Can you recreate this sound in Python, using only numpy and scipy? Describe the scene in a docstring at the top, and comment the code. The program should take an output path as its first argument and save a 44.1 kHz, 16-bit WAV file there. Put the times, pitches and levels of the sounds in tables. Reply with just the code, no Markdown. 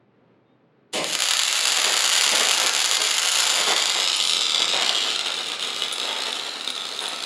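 """In a workshop a wire-feed welder lays one bead on a steel axle tube, heard by a small camera.
After fan air, hum and a faint squeak, gas hisses and the wire catches with a whoomp.
Then it shorts and re-ignites, at first very fast, later some 65 to 90 times a second, in sharp pulses.
Taller pops stand out, and the pool sputters in spells of dense noise pulses.
As the torch moves round behind the tube, filters and gains make the crackle softer and duller."""
import sys
import numpy as np
from scipy import signal
from scipy.fft import rfft, irfft, next_fast_len
from scipy.io import wavfile
from scipy.ndimage import uniform_filter1d, map_coordinates

SR = 44100
rng = np.random.default_rng(int(sys.argv[2]) if len(sys.argv) > 2 else 0)


def master(y):
    """Save y as 16-bit WAV."""
    cut = np.clip(np.atleast_2d(y).T, -1, 1)
    pcm = np.round(cut * 32767)  # scale
    wavfile.write(sys.argv[1], SR, pcm.astype(np.int16))


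N = 319725

# how far the arc has moved behind the tube: t/s, place (0 in view, 1 at the edge, 2 hidden)
HIDDEN_PATH = [(1, 0), (3.3, 0), (4, 0.53), (4.35, 1.26), (4.9, 1.33), (5.35, 1.78), (7.2, 2)]
# loud pops of bursting wire: t/s, level/dB
BIG_POPS = [(1.0435, 0.5), (1.126, -3), (1.1521, 5.5), (1.205, 2), (1.222, 6.5), (1.287, 5.5),
            (1.3093, 5.5), (1.3362, 4.5), (1.3698, 2), (1.3927, 5), (1.4164, 0), (1.4344, 4.5), (1.5279, 5),
            (1.6718, 3.5), (1.7205, 4), (1.7862, 1), (1.792, -3), (1.9222, 3.5), (1.968, 1), (2.0774, 4.5),
            (2.0929, 4), (2.2111, 5), (2.2366, 2.5), (2.2784, 4.5), (2.2923, 4), (2.351, 2.5), (2.4714, 4),
            (2.487, 4.5), (2.5108, 5.5), (2.6, 5), (2.663, 5), (2.6945, 4.5), (2.7501, 4), (2.8438, 5),
            (2.9133, 5.5), (2.9697, 3.5), (3.635, -1), (3.7353, 2), (3.764, 4.5), (3.8575, 5.5),
            (4.0759, 5.5), (4.1, 2), (4.1182, 1), (4.202, 3), (4.252, 3), (4.296, 4), (4.349, 0),
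            (4.5202, 3), (4.5466, 6), (4.559, 2.5), (4.595, 3), (4.62, 4.5), (4.6273, 3), (4.644, 1),
            (4.863, 1.5), (4.8938, 6.5), (4.9278, -2.5), (5.1514, -5), (5.1926, 2.5), (5.2113, -1),
            (5.304, -3), (5.342, -2.5), (5.4604, -5), (5.4851, -5), (5.5195, -1), (5.5314, -9), (5.596, -4),
            (5.7315, -9), (5.764, -1.5), (5.8216, 1), (5.837, -3), (5.883, -5), (5.9142, -5), (5.9823, -3),
            (5.9998, -1), (6.0154, -3), (6.026, -9), (6.1103, -5.5), (6.1644, -7), (6.2036, -5),
            (6.2363, -4), (6.329, -2), (6.6466, -5.5), (6.703, -2), (6.8538, -4), (7.04, -7), (7.08, -5)]


def amp(db):
    """Turn decibels into gain."""
    return 10 ** (np.asarray(db) / 20)


def along(points, hz):
    """Read a curve of (frequency, value) points, with frequency on a log axis."""
    f, v = np.transpose(points)
    return np.interp(np.log(hz + 1), np.log(f + 1), v)


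def curves(rows):
    """Draw straight lines between rows: one value per sample for each column after the time."""
    s, *cols = np.transpose(rows)
    return [np.interp(np.arange(N) / SR, s, c) for c in cols]


def filtered(x, response):
    """Multiply the spectrum of x by a response of frequency."""
    m = next_fast_len(N + SR // 2)
    hz = np.fft.rfftfreq(m, 1 / SR)
    return irfft(rfft(x, m) * response(hz), m)[..., :N]


def coloured(x, spectrum, size=4096):
    """Give x a tone colour with a filter of energy 1 that never sounds ahead of its input."""
    gain = amp(along(spectrum, np.fft.rfftfreq(size, 1 / SR)))
    # folding the cepstrum (spectrum of the log gain) moves the filter's energy to its start
    cepstrum = irfft(np.log(gain))
    cepstrum[1:size // 2] *= 2
    cepstrum[size // 2 + 1:] = 0
    kernel = irfft(np.exp(rfft(cepstrum)))
    return signal.oaconvolve(x, kernel / np.linalg.norm(kernel))[:N]


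def wobble(rate):
    """Draw a smooth random curve through rate random points a second."""
    knots = rng.standard_normal(int(N * rate / SR) + 4)
    return map_coordinates(knots, [np.arange(N) * rate / SR])


def steady(x, seconds):
    """Even out the running power of x towards 1."""
    width = int(seconds * SR)
    power = uniform_filter1d(uniform_filter1d(x ** 2, width), width)
    return x / np.sqrt(np.abs(power) + 1e-9)


def pulses(rate, scatter, spread_db, count=9000):
    """Place single-sample pulses at uneven gaps and of uneven size, about rate a second."""
    gap, size = rng.standard_normal((2, count))
    gaps = np.exp(scatter * gap)
    # each pulse falls where the running count of the rate reaches its turn
    at = np.searchsorted(np.cumsum(rate) / SR, np.cumsum(gaps / gaps.mean()))
    sizes = amp(spread_db * np.tanh(size))
    return np.bincount(at[at < N], sizes[at < N], N)


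def swells(rows, attack, release):
    """Sum gains from (start s, length s, dB) rows: each rises, holds and dies away."""
    t = np.arange(N) / SR
    total = 0
    for s, length, db in rows:
        rise = np.clip((t - s) / attack, 0, 1)
        fall = np.exp(-np.maximum(t - s - length, 0) / release)
        total = total + amp(db) * rise * fall
    return total


def idle():
    """Fan air is filtered noise; the welding machine adds a faint, unsteady sine hum."""
    # tone of the quiet shop: f/Hz, level/dB
    air_tone = [(25, -4), (50, -38), (80, -13), (120, -1.5), (200, 0), (450, -3), (650, -10.5),
                (1200, -15.5), (2400, -22.5), (4000, -31.5), (6500, -48), (12000, -64)]
    mains_hz = 120
    hum = amp(-72.0 + 1.7 * wobble(7)) * np.sin(2 * np.pi * mains_hz * np.arange(N) / SR)
    air = amp(-59.5 + wobble(14)) * coloured(rng.standard_normal(N), air_tone)
    return hum + air


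def squeak(waver_hz=30):
    """As the welder takes aim something squeaks faintly: short tones of wavering pitch."""
    # tones of the squeak: f/Hz, level/dB
    tones = [(3214, -89), (3671, -80)]
    start_s, length_s = 0.45, .09
    total = 0
    for hz, db in tones:
        phase = 2 * np.pi * np.cumsum(hz + waver_hz * wobble(61)) / SR
        swell = swells([(start_s, length_s, db)], attack=.02, release=.02)
        total = total + swell * np.sqrt(2) * np.sin(phase)
    return total


def burning(start=0.92, rise=0.021):
    """Rise from 0 before the trigger is pulled to 1 once gas and current flow (seconds)."""
    return np.clip((np.arange(N) / SR - start) / rise, 0, 1) ** 2


def touches(spikes, count=9000):
    """The wire clicks as it touches the pool, a few milliseconds before each short bursts."""
    short_s, short_scatter, spread_db = .0036, .35, 5
    lead, size = rng.standard_normal((2, count))
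    at = np.flatnonzero(spikes)
    early = at - short_s * (1 + short_scatter * np.tanh(lead[:len(at)])) * SR
    sizes = spikes[at] * amp(spread_db * np.tanh(size[:len(at)]))
    return np.bincount(np.clip(early, 0, N - 1).astype(int), sizes, N)


def fizz(spikes, rise_s=0.00033, fall_s=0.0013):
    """Surround each spike with a brief spray of noise."""
    t = np.arange(-(SR // 100), SR // 100 + 1) / SR
    shape = np.exp(-np.abs(t) / np.where(t < 0, rise_s, fall_s))
    power = signal.oaconvolve(spikes ** 2, shape / shape.sum(), "same")
    return np.sqrt(np.abs(power)) * rng.standard_normal(N)


def crackle(trim_db=-2.5, flutter_db=1.05, fizz_share=0.62):
    """Each short makes a touch and a burst spike, over a sizzle of tiny ticks; returns (shorts, sizzle)."""
    # strength of the crackle ahead of the trim: t/s, level/dB
    strength = [(.94, -27.5), (1.02, -39), (1.1, -27), (1.14, -21.5), (1.25, -25), (1.4, -24.5),
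                (1.55, -23.5), (2.2, -20.5), (2.9, -23), (3.45, -21.5), (3.75, -22.5), (4.25, -23.5),
                (4.55, -24.5), (4.75, -24), (5.05, -26), (5.3, -31.5), (5.55, -31), (5.8, -30.5),
                (6.3, -33.5), (6.55, -36), (7.25, -34)]
    # wire feed: t/s, shorts per second/Hz, sizzle against shorts/dB, touch against burst/dB
    feed = [(.93, 260, 5, -9), (1.1, 160, 1, -7), (1.25, 69, -9, -3), (1.7, 87.3, -7, -5.5),
            (3.6, 82.7, -7, -2), (4.4, 89.5, -29, -10), (5.0, 91, -16, -6), (5.5, 73.4, -1, -6),
            (7.2, 65.7, -3.5, -11)]
    # flurries in which the wire stubs and spits harder: start/s, length/s, level over the crackle/dB
    flurries = [(1.305, 0.03, -2), (5.145, 0.017, 4), (5.615, 0.013, -2), (5.67, 0.02, -5),
                (5.755, .015, -1), (5.81, 0.026, 3.5), (5.985, 0.047, 1.5), (6.21, 0.023, 3),
                (6.262, 0.017, 2.5), (6.38, 0.026, -1.5), (6.67, 0.031, 5.5), (6.85, 0.012, 3),
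                (7.02, 0.031, 5), (7.225, 0.023, 2.5)]
    # moments in which the arc nearly goes out: start/s, length/s
    stalls = [(1.157, 0.032), (2.697, 0.028), (2.979, 0.022), (3.73, 0.029), (4.658, 0.022), (5.211, .025),
              (5.563, 0.024), (6.722, 0.025)]
    stall_db = -28
    # the arc is shorted out before a big pop and takes a moment to resume
    hush_db, hush_s, recover_s = -8, .012, 0.0027

    level_db, = curves(strength)
    rate, sizzle_db, touch_db = curves(feed)
    spitting = np.hypot(1, swells(flurries, attack=0.0078, release=0.011))
    flutter = amp(flutter_db * wobble(40))  # the arc length never holds still
    level = burning() * amp(level_db + trim_db) * flutter * spitting
    level = level / np.hypot(1, amp(sizzle_db))  # share the power between shorts and sizzle
    for s, _ in BIG_POPS:
        level[round((s - hush_s) * SR):round((s + recover_s) * SR)] *= amp(hush_db)
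    for s, length in stalls:
        level[round(s * SR):round((s + length) * SR)] *= amp(stall_db)

    bursts = pulses(rate, scatter=.3, spread_db=3.5)
    pairs = bursts + amp(touch_db) * touches(bursts)
    # the wire feeds evenly: slower shorts grow bigger drops
    spikes = level * steady(pairs, seconds=0.051)
    ticks = pulses(np.full(N, 900.), scatter=.9, spread_db=6.0) * rng.choice([-1, 1], N)
    sizzle = level * amp(sizzle_db) * steady(ticks, seconds=0.056)
    return spikes + fizz_share * fizz(spikes), sizzle


def gas(start=.929, length=.04, db=-32):
    """The valve opens and pressure stored in the hose escapes in a crisp hiss of filtered noise."""
    # hiss of the nozzle: f/Hz, level/dB
    hiss_tone = [(800, -35), (2800, 0), (4200, 1), (6000, -9), (9300, -6), (10700, -25), (14000, -43)]
    swell = swells([(start, length, db)], attack=0.0072, release=0.1)
    return swell * coloured(rng.standard_normal(N), hiss_tone)


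def flare(lumps_db=3):
    """Each pocket of gas burns off in a short, lumpy low whoomp of filtered noise."""
    # pockets catching, the first as the arc strikes: start/s, length/s, level ahead of the swell shape/dB
    pockets = [(0.933, 0.11, -19), (.99, 0.097, -29.5), (2.317, 0.038, -23), (2.641, 0.019, -24.5),
               (3.598, 0.02714, -28.5), (4.733, 0.044, -27)]
    # whoomp of burning gas: f/Hz, level/dB
    whoomp_tone = [(25, -5), (80, -14.5), (170, -1), (280, 1.5), (450, 5), (650, 3), (1050, -3),
                   (1400, -15), (3000, -3.5), (8000, -77)]
    level = 0
    for start, length, db in pockets:
        u = np.clip((np.arange(N) / SR - start) / length, 0, 1)
        level = level + amp(db) * np.sqrt(u) * (1 - u)
    noise = amp(lumps_db * wobble(130)) * rng.standard_normal(N)
    return level * steady(coloured(noise, whoomp_tone), seconds=0.015)


def pops(fizz_share=0.4):
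    """A long short ends with the wire bursting in one tall spike with a little fizz."""
    s, db = np.transpose(BIG_POPS)
    spikes = np.bincount(np.round(s * SR).astype(int), amp(db), N)
    return spikes + fizz_share * fizz(spikes)


def round_the_tube(x, sway=0.072):
    """The tube shades the treble; close echoes shift with the welder's hand and count more as the arc hides."""
    # colour of the arc in plain view: f/Hz, level/dB
    open_tone = [(30, -119), (90, -33), (220, -35.5), (550, -9.5), (1250, -3.5), (2400, -6), (2950, 6),
                 (3800, 2), (4800, -0.5), (5700, -6.5), (7100, 3), (8600, -13), (9400, -3.5),
                 (11300, -10.5), (15000, -36.5)]
    # colour at the tube's edge: f/Hz, level/dB
    edge_tone = [(30, -60), (220, -20), (550, -29), (1200, -8.5), (1700, -26), (2450, -13), (2900, 2.5),
                 (3700, 5.5), (4400, -6), (5100, -2), (5900, -11.5), (7300, -5.5), (10500, -20.5),
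                 (11800, -21), (15000, -68)]
    # colour behind the tube: f/Hz, level/dB
    shaded_tone = [(30, -66), (220, -13.5), (500, -11), (900, -24), (1300, -7.5), (1600, -18),
                   (2400, -16.5), (3100, -1.5), (3800, -3), (4600, -15.5), (5900, -19.5), (6400, -16),
                   (7400, -14), (8800, -20.5), (9350, -16), (10000, -22), (10700, -20.5), (11300, -22),
                   (15000, -50)]
    # reflections off helmet, tube and housing: middle delay/s, gain ahead of the weight below
    reflections = [(.00076, 0.15), (.0014, 0.025), (.0024, 0.12)]
    hidden = np.clip(curves(HIDDEN_PATH)[0], 0, 2)
    heard = 0
    for k, tone in enumerate((open_tone, edge_tone, shaded_tone)):
        share = np.clip(1 - np.abs(hidden - k), 0, 1)
        heard = heard + coloured(x * share, tone)
    now = np.arange(N)
    late = 0
    for delay, gain in reflections:
        moving_delay = delay * SR * (1 + sway * wobble(4))
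        late = late + gain * map_coordinates(heard, [now - moving_delay])
    weight = 0.95 + 2.0 * np.minimum(hidden, 1)
    return amp(0.48) * (heard + weight * late)


def steel(x):
    """The arc's pulses keep the steel parts ringing faintly in decaying sine tones."""
    # ringing modes of the steel, balanced against each other: f/Hz, level/dB
    modes = [(532.9, 17), (1265, 5.5), (2083, 23.5), (2347, 25.5), (2929, 13), (3575, 18), (4409, 21.5),
             (4608, 23), (4737, 13), (5033, -2)]
    t = np.arange(SR // 2) / SR
    t60 = .15  # seconds to fall by 60 dB
    ring = sum(amp(db - 60 * t / t60) * np.sin(2 * np.pi * hz * t) for hz, db in modes)
    return amp(-12.5) * signal.oaconvolve(x, ring / np.linalg.norm(ring))[:N]


def echoes(build=0.0036, count=10):
    """Make one room response: scattered echoes off floor and cabinets, with a diffuse tail."""
    # time for the room to fall by 60 dB: f/Hz, t/s
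    room_t60 = [(150, 0.63), (1000, 1), (4000, 0.83), (12000, 0.66)]
    t = np.arange(SR // 2) / SR
    arrivals = rng.standard_normal(len(t)) * (1 - np.exp(-t / build))
    arrivals[(rng.uniform(.01, .035, count) * SR).astype(int)] += 7 * rng.choice([-1, 1], count)
    # every frequency band dies away at its own speed
    hz, s, z = signal.stft(arrivals, SR, nperseg=256)
    decay = amp(-60 * s / along(room_t60, hz)[:, None])
    decay = decay / np.linalg.norm(decay, axis=1, keepdims=True)
    tail = signal.istft(z * decay, SR, nperseg=256)[1]
    return tail / np.linalg.norm(tail)


def shop(x, count=7):
    """The room answers; its pattern of echoes changes as the torch travels."""
    # room against direct sound: f/Hz, level/dB
    room_tone = [(150, -1), (1000, -2), (2300, 4), (3000, -5.5), (3700, -5), (5000, 1), (7000, -4),
                 (12000, -7.5)]
    place = np.linspace(0, count - 1, N)
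    wet = 0
    for k in range(count):
        share = np.sqrt(np.clip(1 - np.abs(place - k), 0, 1))
        wet = wet + signal.oaconvolve(x * share, echoes())[:N]
    return filtered(wet, lambda hz: amp(along(room_tone, hz)))


def sputter(flutter_db=3.5):
    """The long arc flutters over the pool in dense soft puffs, far stronger during a spell."""
    # bubbling between spells, building up as the steel melts: t/s, level/dB
    bubbling = [(1.0, -65), (1.45, -48.5), (1.65, -37), (3.0, -40), (4.3, -43), (5.1, -43.5), (5.4, -39.5),
                (6.1, -41), (6.35, -40.5), (6.65, -44.5), (7.25, -43)]
    # spells in which the arc grows long: start/s, length/s, level/dB
    spells = [(1.69, 0.031, -44), (1.83, 0.042, -32), (2.32, 0.099, -31), (2.565, 0.09, -30.5),
              (2.97, 0.048, -38), (3.46, 0.17, -33.5), (3.67, 0.055, -30), (3.94, 0.072, -32),
              (4.56, 0.047, -35), (4.73, 0.101, -29), (4.86, 0.048, -31.5), (5.04, 0.044, -33),
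              (7.015, 0.044, -39)]
    # tone of the puffs: f/Hz, level/dB
    puff_tone = [(25, -35), (80, -36), (130, -32.5), (200, -4.5), (450, 5.5), (750, 9.5), (1250, 3),
                 (2200, 1.5), (3500, 2), (8000, -40)]
    pool_db, = curves(bubbling)
    level = np.hypot(amp(pool_db), swells(spells, attack=0.0013, release=0.011))
    puffs = pulses(np.full(N, 380.), scatter=.7, spread_db=3.0) * rng.choice([-1, 1], N)
    puffs = steady(puffs, seconds=0.046)
    return coloured(burning() * level * amp(flutter_db * wobble(36)) * puffs, puff_tone)


def behind():
    """Rise from 0 while the arc can be seen to 1 once the tube hides it."""
    return np.clip(curves(HIDDEN_PATH)[0] - 1, 0, 1)


def hollow(x, wander=0.068):
    """Behind the tube the arc rings the gap round the torch, at a pitch that keeps shifting."""
    # middle pitch of the gap, which changes as the hand weaves: t/s, f/Hz
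    gap_pitch = [(5.2, 3580), (5.62, 3500), (5.69, 3050), (5.76, 4130), (5.83, 3580), (5.92, 3460),
                 (5.99, 3850), (6.05, 3560), (6.12, 3130), (6.2, 3610), (6.7, 3840), (7.1, 3960)]
    t60, level_db = 0.014, -1  # seconds to fall by 60 dB, dB
    hz = curves(gap_pitch)[0] * (1 + wander * wobble(70))
    turn = np.exp(2j * np.pi * np.cumsum(hz) / SR)
    decay = amp(-60 * np.arange(SR // 50) / SR / t60)
    # shift the moving pitch down to 0 Hz, let it ring there, then shift it back
    ring = signal.oaconvolve(x * behind() / turn, decay / np.linalg.norm(decay))[:N] * turn
    return amp(level_db) * np.sqrt(2) * ring.real


def spatter():
    """Flying drops of steel fizzle in quick runs of bright ticks."""
    # drops that fizzle: start/s, length/s, level/dB
    drops = [(4.155, 0.01, -29), (4.22, 0.13, -37), (5.924, 0.017, -32), (6.31, .016, -41),
             (6.7, 0.0047, -38), (7.005, 0.026, -38.5), (7.079, 0.006, -33)]
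    # tone of the fizzle: f/Hz, level/dB
    drop_tone = [(1000, -50), (5500, -19), (7500, -8), (8800, -21), (9350, 4.5), (10000, -15),
                 (10700, -0.5), (11300, -19), (15000, -37)]
    ticks = pulses(np.full(N, 500.), scatter=1.0, spread_db=7) * rng.choice([-1, 1], N)
    ticks = steady(ticks, seconds=0.041)
    return coloured(swells(drops, attack=0.0014, release=0.0044) * ticks, drop_tone)


def scene():
    """Mix the shop nearly in mono; an echo of the mix sets left and right apart, most at the very top."""
    # side against mid: f/Hz, level/dB
    width = [(100, -16.5), (1000, -52.5), (4000, -51), (10000, -20.5), (11500, -10), (15000, 8)]
    # loss once the arc is hidden: on the whole direct path, and on the big pops on top of that
    shade_db, pop_shade_db = -1, -4.5
    shorts, sizzle = crackle()
    bangs = pops()
    arc = shorts + sizzle + bangs * amp(pop_shade_db * behind())
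    direct = round_the_tube(arc * amp(shade_db * behind()))
    gap_ring = hollow(shorts + bangs + amp(-11.5) * sizzle)
    weld = direct + gap_ring + sputter() + spatter() + flare() + gas()
    mid = weld + steel(arc) + shop(weld) + idle() + squeak()
    side_echo = signal.oaconvolve(mid, echoes())[:N]
    side = filtered(side_echo, lambda hz: amp(along(width, hz)))
    return np.array([mid + side, mid - side])


def record(dry, skew_rad=2.5):
    """The camera skews the spikes, rounds off the tallest, thins the bass and cuts all above its band limit."""
    top_hz = 15750
    skewed = filtered(dry, lambda hz: np.exp(1j * skew_rad))  # the same phase turn at all frequencies
    rounded = skewed / (1 + (skewed / .9) ** 8) ** (1 / 8)  # stays within 0.9 of full scale
    low_cut = signal.butter(2, 100, "highpass", fs=SR, output="sos")
    return filtered(signal.sosfilt(low_cut, rounded), lambda hz: hz < top_hz)


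dry = scene()
out = record(dry)
master(out)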